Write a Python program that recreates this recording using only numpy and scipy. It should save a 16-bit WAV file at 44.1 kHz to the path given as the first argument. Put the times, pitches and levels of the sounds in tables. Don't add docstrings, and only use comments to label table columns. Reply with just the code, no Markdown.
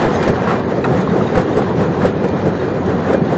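import sys
import numpy as np
from scipy import signal
from scipy.fft import rfft, irfft, next_fast_len
from scipy.io import wavfile
from scipy.ndimage import uniform_filter1d, map_coordinates

SR = 44100
rng = np.random.default_rng(int(sys.argv[2]) if len(sys.argv) > 2 else 0)


def elevation(decibels):
    levels = np.asarray(decibels, float)
    return 10 ** (levels / 20)


def waveform_to_disk(signal):
    frames = np.transpose(np.atleast_2d(signal))
    scaled = np.clip(frames, -1, 1) * 32767
    samples = np.round(scaled).astype(np.int16)
    wavfile.write(sys.argv[1], SR, samples)


N = 148617

# middle in seconds, level in dB, length in seconds, extra grit in dB.
BITES = [(0.054, -16.5, 0.085, 5.5), (0.295, -13.5, 0.068, 1), (0.506, -28.5, 0.28, 17.5),
         (0.715, -22, 0.07, 8.5), (0.943, -13.5, 0.17, -1), (1.16, -17, 0.15, -2), (1.383, -13.5, 0.12, 3),
         (1.585, -9.5, 0.064, -2.5), (1.821, -15, 0.095, -0.5), (2.047, -14.5, 0.16, 0),
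         (2.247, -12.5, 0.028, -2), (2.473, -14, 0.1, -6), (2.648, -21, 0.11, -0.5),
         (2.749, -21.5, 0.17, 0), (2.909, -18, 0.079, -2.5), (3.122, -15.5, 0.17, 1),
         (3.328, -11.5, 0.034, -19.5)]
# centre in Hz, width in Hz, level in dB.
FRAME_MODES = [(123, 55, 0.5), (182.8, 53, -0.5), (260.3, 44, -1.5), (367, 42, -0.5), (407, 46, 0),
               (505.5, 48.4, 1.5), (770, 97, -8.5)]
# frequency in Hz, density in dB per Hz.
GRIT_SPECTRUM = [(410, -33), (700, 0), (1620, -7.5), (1880, -10.5), (2060, -13), (2290, -18.5), (6690, -38),
                 (8610, -46), (11200, -69.5), (18900, -120)]
# start in seconds, peak in dB, ring in Hz, T60 in seconds.
THUMPS = [(.055, -11.5, 490, .04), (.096, -13.5, 390, 0.041), (.2755, 0, 520, 0.025),
          (.286, -10, 448, 0.012), (.299, -1.5, 420, .022), (.307, -9, 450, 0.039),
          (.481, -11.5, 474, 0.021), (.675, -8, 347, 0.02), (.712, -9.5, 373, 0.027),
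          (.721, -9, 492, 0.031), (.879, -11.5, 420, 0.042), (.915, -18.5, 465, .03),
          (.933, -9.5, 513, .05), (1.16, -3.5, 436, .03), (1.181, -7, 506, .03), (1.372, -1, 480, 0.042),
          (1.391, -9.5, 435, 0.021), (1.4, -11, 422, 0.015), (1.573, -2, 451, .03), (1.595, -8, 506, 0.052),
          (1.809, -8, 505, 0.027), (1.821, -13, 417, 0.036), (1.856, -9, 428, 0.042),
          (1.994, -14, 448, 0.02), (2.011, -6, 493, 0.036), (2.049, -4, 515, 0.045),
          (2.241, -11, 416, 0.022), (2.253, -6, 490, 0.022), (2.469, -16, 433, 0.021),
          (2.49, -12, 426, 0.03), (2.64, -12, 465, 0.017), (2.876, -10.5, 390, 0.048),
          (2.91, -4.5, 447, 0.02), (3.097, -7, 462, .05), (3.128, -9.5, 517, 0.065),
          (3.145, -4.5, 535, 0.049), (3.178, -8, 397, 0.037)]
# start in seconds, peak in dB, ring in Hz.
BOOMS = [(.297, -5.5, 159), (0.541, -10, 244), (.687, -13, 220), (0.991, -9, 172), (1.089, -11.5, 182),
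         (1.22, -8, 185), (1.403, -12, 155), (1.576, -12, 197), (1.782, -6, 168), (1.816, -10, 192),
         (2.03, -7.5, 186), (2.449, -12, 182), (2.983, -12.5, 210), (3.218, -4.5, 177)]
# start in seconds, level in dB, T60 in seconds, brightness in dB per octave.
SPLITS = [(.017, -23.5, 0.15, 2.5), (.128, -38.5, 0.32, 6.5), (.156, -40, 0.057, 4),
          (.225, -24.5, 0.13, 4.5), (.275, -27, 0.15, 5.5), (.473, -25, 0.28, 0.5),
          (.536, -23.5, 0.053, -1), (.72, -43.5, 0.067, 4), (.841, -22.5, 0.17, -0.5),
          (.842, -28.5, 0.016, 8), (.848, -30, .015, 9), (.852, -36, .015, 9), (0.932, -38.5, 0.043, 3.5),
          (0.973, -35, .025, 4), (1.009, -35.5, .05, 9.5), (1.033, -39, 0.026, 8.5),
          (1.159, -40, 0.039, 6.5), (1.188, -35, 0.046, 6), (1.352, -24, 0.065, 3.5),
          (1.372, -27.5, 0.073, 6), (1.41, -35, 0.077, 7), (1.072, -31.5, 0.036, -0.5),
          (1.096, -29, .04, 4), (1.57, -30, 0.04, 7), (1.62, -20, 0.05, -2), (1.742, -36, .05, 0),
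          (1.82, -34, 0.045, 4), (2.015, -24, 0.11, 0), (2.051, -28.5, 0.16, 4.5), (2.245, -30, 0.046, -9),
          (2.326, -39, 0.03, 4), (2.455, -32.5, 0.06, 5.5), (2.285, -34, 0.033, 8.5), (2.86, -36, .025, 9),
          (2.9, -27.5, 0.074, -1.5), (3.1, -22, 0.11, -5.5), (3.13, -28, 0.061, 6)]
# start in seconds, peak in dB, ring in Hz, T60 in seconds.
CLINKS = [(.058, -19, 1275, .03), (.157, -30, 3820, 0.037), (.158, -40, 5600, .02), (.234, -33, 3270, .03),
          (.235, -42, 6000, .03), (.472, -12, 1115, 0.027), (.486, -18, 1460, 0.035),
          (.508, -18.5, 1340, 0.034), (.84, -23.5, 2567, 0.041), (.841, -26.5, 3910, 0.025),
          (.845, -17, 1394, .04), (.538, -19, 1124, 0.018), (.847, -18.5, 1800, .025),
          (.857, -20, 1290, .03), (1.074, -13.5, 1090, 0.033), (1.095, -35, 3730, 0.068),
          (1.21, -16, 1250, 0.035), (1.268, -32.5, 3750, 0.039), (1.53, -35, 3690, 0.041),
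          (2.02, -34, 2500, 0.035), (2.598, -40, 3760, 0.1), (3.082, -34, 2560, 0.039),
          (2.022, -26, 1290, .03), (2.252, -27, 1230, .025), (2.905, -29, 1210, 0.027),
          (3.145, -19.5, 1610, 0.043)]
# middle in seconds, peak in dB.
JOLTS = [
    (.064, -13),
    (.281, -17),
    (.307, -19),
    (1.379, -9),
    (1.579, -19),
    (2.054, -21),
]
# middle in seconds, level in dB, pitch in Hz, length in seconds.
SQUEAKS = [
    (.17, -44.5, 5071, 0.091),
    (0.154, -38.5, 6363, 0.05),
    (0.164, -49, 5900, .06),
    (0.23, -35, 2400, 0.1),
    (.57, -39, 2401, 0.067),
    (1.04, -46, 2402, 0.065),
    (1.87, -47, 2403, 0.077),
    (2.99, -52, 2404, 0.065),
    (3.168, -37.5, 2410, 0.079),
]
# frequency in Hz, density in dB per Hz.
DRONE_SPECTRUM = [(24, -49), (40, -9.5), (81, -5.5), (188, 0), (323, -3), (374, -1.5), (503, -3),
                  (599, -11), (1000, -22), (1300, -45), (2200, -120)]
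# multiple of the firing rate, level in dB.
FIRING_ORDERS = [(1, -31), (2, -29), (4, -31.5)]
# frequency in Hz, density in dB per Hz.
RATTLE_SPECTRUM = [(350, -36.5), (600, -6.5), (742, -2.5), (1890, -11), (2290, -21), (3900, -24),
                   (5300, -33), (6700, -33), (8600, -48), (9300, -120)]
# time in seconds, nearness in dB.
FACING = [
    (0.0, -23),
    (0.4, -26.5),
    (0.68, -30),
    (1.25, -27.5),
    (1.8, -28.5),
    (2.699, -30.5),
    (3.37, -28.5),
]
# frequency in Hz, level in dB per bin.
TREBLE_FLOOR = [(4200, -84), (5200, -75), (6600, -77), (7350, -76), (7650, -70), (8000, -72)]
# frequency in Hz, gain in dB.
IMAGE_GAIN = [(8000, 0), (8240, -6), (8480, -14), (8720, -23), (8960, -35), (9200, -51), (9500, -90)]

CRACKS_PER_S, CRACK_SPREAD_DB, GRIT_DB, BODY_DB = 1500, 1, -12, -2
BOOM_T60_S, JOLT_S = 0.054, .004
PINGS_PER_S, PING_HZ, PING_OCTAVES, PING_CYCLES, PING_DB = 120, 1151, .6, 31, -31
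FIRING_HZ, WHINE_HZ, WHINE_DB = 93.83, 2401, -52
DRONE_DB, DRONE_FOLLOWS, RATTLE_DB = -17, 0.44, -26.5
CLIP_TOP, CLIP_BOTTOM, CLIP_KNEE = .715, .7, 9
DEBT, DEBT_S, FLICKER_DB = .8, .085, 2.2
FIRST_RATE_HZ = 16000


def unit(x):
    return x / np.sqrt(np.mean(x ** 2) + 1e-20)


def along(points, hz):
    point_hz, value = np.transpose(points)
    return np.interp(np.log(hz + 1), np.log(point_hz + 1), value)


def wobble(rate_hz):
    knots = rng.standard_normal(int(N / SR * 60) + 4)
    return map_coordinates(knots, [np.arange(N) * min(rate_hz, 59) / SR])


def filtered(x, response):
    size = next_fast_len(N + SR // 2)
    return irfft(rfft(x, size) * response(np.fft.rfftfreq(size, 1 / SR)), size)[:N]


def patchy(x, depth_db):
    z = signal.stft(x, nperseg=512)[2]
    field = uniform_filter1d(rng.standard_normal(z.shape), size=6, axis=0)
    field = uniform_filter1d(field, size=7, axis=1)
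    return signal.istft(z * elevation(depth_db * unit(field)), nperseg=512)[1][:N]


def pebbles(per_s, spread_db, share):
    hit = rng.random(N) < per_s / SR
    sign = np.sign(rng.standard_normal(N))
    knocks = hit * sign * elevation(spread_db * np.minimum(rng.exponential(1, N), 3))
    share = np.clip(share, 0, 1)
    return np.sqrt(share) * unit(knocks) + np.sqrt(1 - share) * rng.standard_normal(N)


def nearness_db():
    time_s, near_db = np.transpose(FACING)
    return np.interp(np.arange(N) / SR, time_s, near_db - near_db.mean())


def frame_response(hz):
    total = 0
    for k, (centre_hz, width_hz, level_db) in enumerate(FRAME_MODES):
        damping = 1j * hz * width_hz
        total = total + (-1) ** k * elevation(level_db) * damping / (centre_hz ** 2 - hz ** 2 + damping)
    return total


def jaw():
    t = np.arange(N) / SR
    low, high = np.zeros(N), np.zeros(N)
    for middle_s, level_db, length_s, grit_db in BITES:
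        swell = elevation(level_db) * np.exp(-8 * ((t - middle_s) / length_s) ** 2)
        low += swell
        high += elevation(grit_db) * swell
    body = unit(filtered(pebbles(CRACKS_PER_S, CRACK_SPREAD_DB, share=0.47), frame_response))
    cracks = pebbles(CRACKS_PER_S, CRACK_SPREAD_DB, share=0.042)
    grit = unit(filtered(cracks, lambda hz: elevation(along(GRIT_SPECTRUM, hz))))
    return elevation(BODY_DB) * low * body + elevation(GRIT_DB + 1.9 * wobble(50)) * high * grit


def struck(rows, blur_hz, attack_s):
    out, t = np.zeros(N + SR), np.arange(SR // 4) / SR
    offsets = rng.standard_normal((len(rows), 2))
    for (start_s, peak_db, ring_hz, t60_s), pair in zip(rows, offsets):
        ring = np.sin(2 * np.pi * ring_hz * t)
        for offset in pair:
            ring += 0.21 * np.sin(2 * np.pi * (ring_hz + blur_hz * offset) * t)
        envelope = elevation(peak_db + 3.5 - 60 * t / t60_s) * (1 - np.exp(-t / attack_s))
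        out[round(start_s * SR):][:len(t)] += envelope * ring
    return out[:N]


def thumps():
    return struck(THUMPS, blur_hz=84.0, attack_s=0.0024)


def booms():
    return struck([(*row, BOOM_T60_S) for row in BOOMS], blur_hz=30.7, attack_s=0.002)


def splits():
    out, t = np.zeros(N + SR), np.arange(8192) / SR
    hz = np.fft.rfftfreq(8192, 1 / SR)
    octaves = np.log2(np.minimum(hz + 1, 6400) / 1500)
    noises = rng.standard_normal((len(SPLITS), 8192))
    for (start_s, level_db, t60_s, tilt_db), noise in zip(SPLITS, noises):
        colour = elevation(along(GRIT_SPECTRUM, hz) + tilt_db * octaves)
        envelope = elevation(level_db + 6 - 60 * t / t60_s) * (1 - np.exp(-t / 0.002))
        out[round(start_s * SR):][:len(t)] += envelope * unit(irfft(rfft(noise) * colour))
    return out[:N]


def clinks():
    return struck(CLINKS, blur_hz=69.5, attack_s=0.0016)


def pings():
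    rows, t = rng.random((600, 4)), np.arange(2048) / SR
    rows = rows[:min(600, int(PINGS_PER_S * N / SR))]
    hz = PING_HZ * 2 ** (PING_OCTAVES * (4 * rows[:, 1:2] - 2))
    size_db = -12 * rows[:, 2:3] - 7 * np.log2(hz / PING_HZ)
    envelope = elevation(size_db - 60 * t * hz / (2 * PING_CYCLES)) * (1 - np.exp(-t / 0.002))
    rings = envelope * np.sin(2 * np.pi * hz * t)
    at = (rows[:, :1] * N).astype(int) + np.arange(2048)
    return elevation(PING_DB + nearness_db()) * unit(np.bincount(at.ravel(), rings.ravel())[:N])


def jolts():
    t = np.arange(N) / SR
    return sum(elevation(peak_db) * np.exp(-((t - middle_s) / JOLT_S) ** 2) for middle_s, peak_db in JOLTS)


def squeaks():
    out, t = np.zeros(N), np.arange(N) / SR
    for middle_s, level_db, hz, length_s in SQUEAKS:
        swell = np.exp(-8 * ((t - middle_s) / length_s) ** 2)
        out += elevation(level_db) * swell * np.sin(2 * np.pi * hz * t)
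    return out


def engine():
    t = np.arange(N) / SR
    noise = patchy(rng.standard_normal(N), depth_db=0.85)
    roar = unit(filtered(noise, lambda hz: elevation(along(DRONE_SPECTRUM, hz))))
    roar_db = DRONE_DB + DRONE_FOLLOWS * nearness_db() + 0.57 * wobble(6.33)
    turn = 2 * np.pi * FIRING_HZ * t + 0.33 * wobble(3.85)
    lines = sum(elevation(db + 1.5 + 0.99 * wobble(5)) * np.sin(k * turn) for k, db in FIRING_ORDERS)
    whine_db = WHINE_DB + nearness_db() + 1 + 4 * wobble(7)
    whine = elevation(whine_db) * np.sin(2 * np.pi * WHINE_HZ * t + wobble(20))
    return elevation(roar_db) * roar + lines + whine


def conveyor():
    gravel = patchy(pebbles(2500, spread_db=3.0, share=0.35), depth_db=1.5)
    rattle = unit(filtered(gravel, lambda hz: elevation(along(RATTLE_SPECTRUM, hz))))
    return elevation(RATTLE_DB + nearness_db() + 1.1 * wobble(16) + 0.46 * wobble(40)) * rattle


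def scene():
    stones = thumps() + booms() + splits() + clinks() + pings()
    plant = jaw() + stones + squeaks() + engine() + conveyor()
    plant = filtered(plant, lambda hz: 1 / (1 + (65 / (hz + 1)) ** 5))
    return (plant + filtered(jolts(), lambda hz: hz / (hz + 8)))[None]


def overloaded(x):
    top = np.where(x > 0, CLIP_TOP, CLIP_BOTTOM)
    return x / (1 + np.abs(x / top) ** CLIP_KNEE) ** (1 / CLIP_KNEE)


def starved(x):
    hz, _, z = signal.stft(x, SR, nperseg=1024)
    power = uniform_filter1d(np.abs(z) ** 2, size=2, axis=0)
    spent_db = 10 * np.log10(uniform_filter1d(power[hz > 2000].sum(axis=0), size=6))
    frames = np.arange(len(spent_db))
    spent_db = spent_db - uniform_filter1d(spent_db, size=200)
    late_db = np.interp(frames - DEBT_S * SR / 512, frames, spent_db) - .5 * spent_db
    flicker_share = np.clip(hz / 1000 - 6.5, .2, 1)[:, None]
    flicker_db = FLICKER_DB * rng.standard_normal(len(frames)) * flicker_share
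    floor_db = along(TREBLE_FLOOR, hz)[:, None] + DEBT * late_db + flicker_db
    keep = (10 * np.log10(np.abs(power) + 1e-20) > floor_db) | (hz < 4200)[:, None]
    return signal.istft(z * keep, SR, nperseg=1024)[1][:N]


def resampled(x):
    half_hz = FIRST_RATE_HZ / 2
    band = filtered(x, lambda hz: np.clip((half_hz - hz) / 150, 0, 1))
    mirror = 2 * band * np.cos(2 * np.pi * FIRST_RATE_HZ * np.arange(N) / SR)
    return band + filtered(mirror, lambda hz: (hz >= half_hz) * elevation(along(IMAGE_GAIN, hz)))


def top_cut(x):
    return signal.sosfilt(signal.butter(12, 9216, fs=SR, output="sos"), x)


def record(dry):
    mix = resampled(starved(overloaded(dry[0])))
    return top_cut(mix[None])


dry = scene()
out = record(dry)
waveform_to_disk(out)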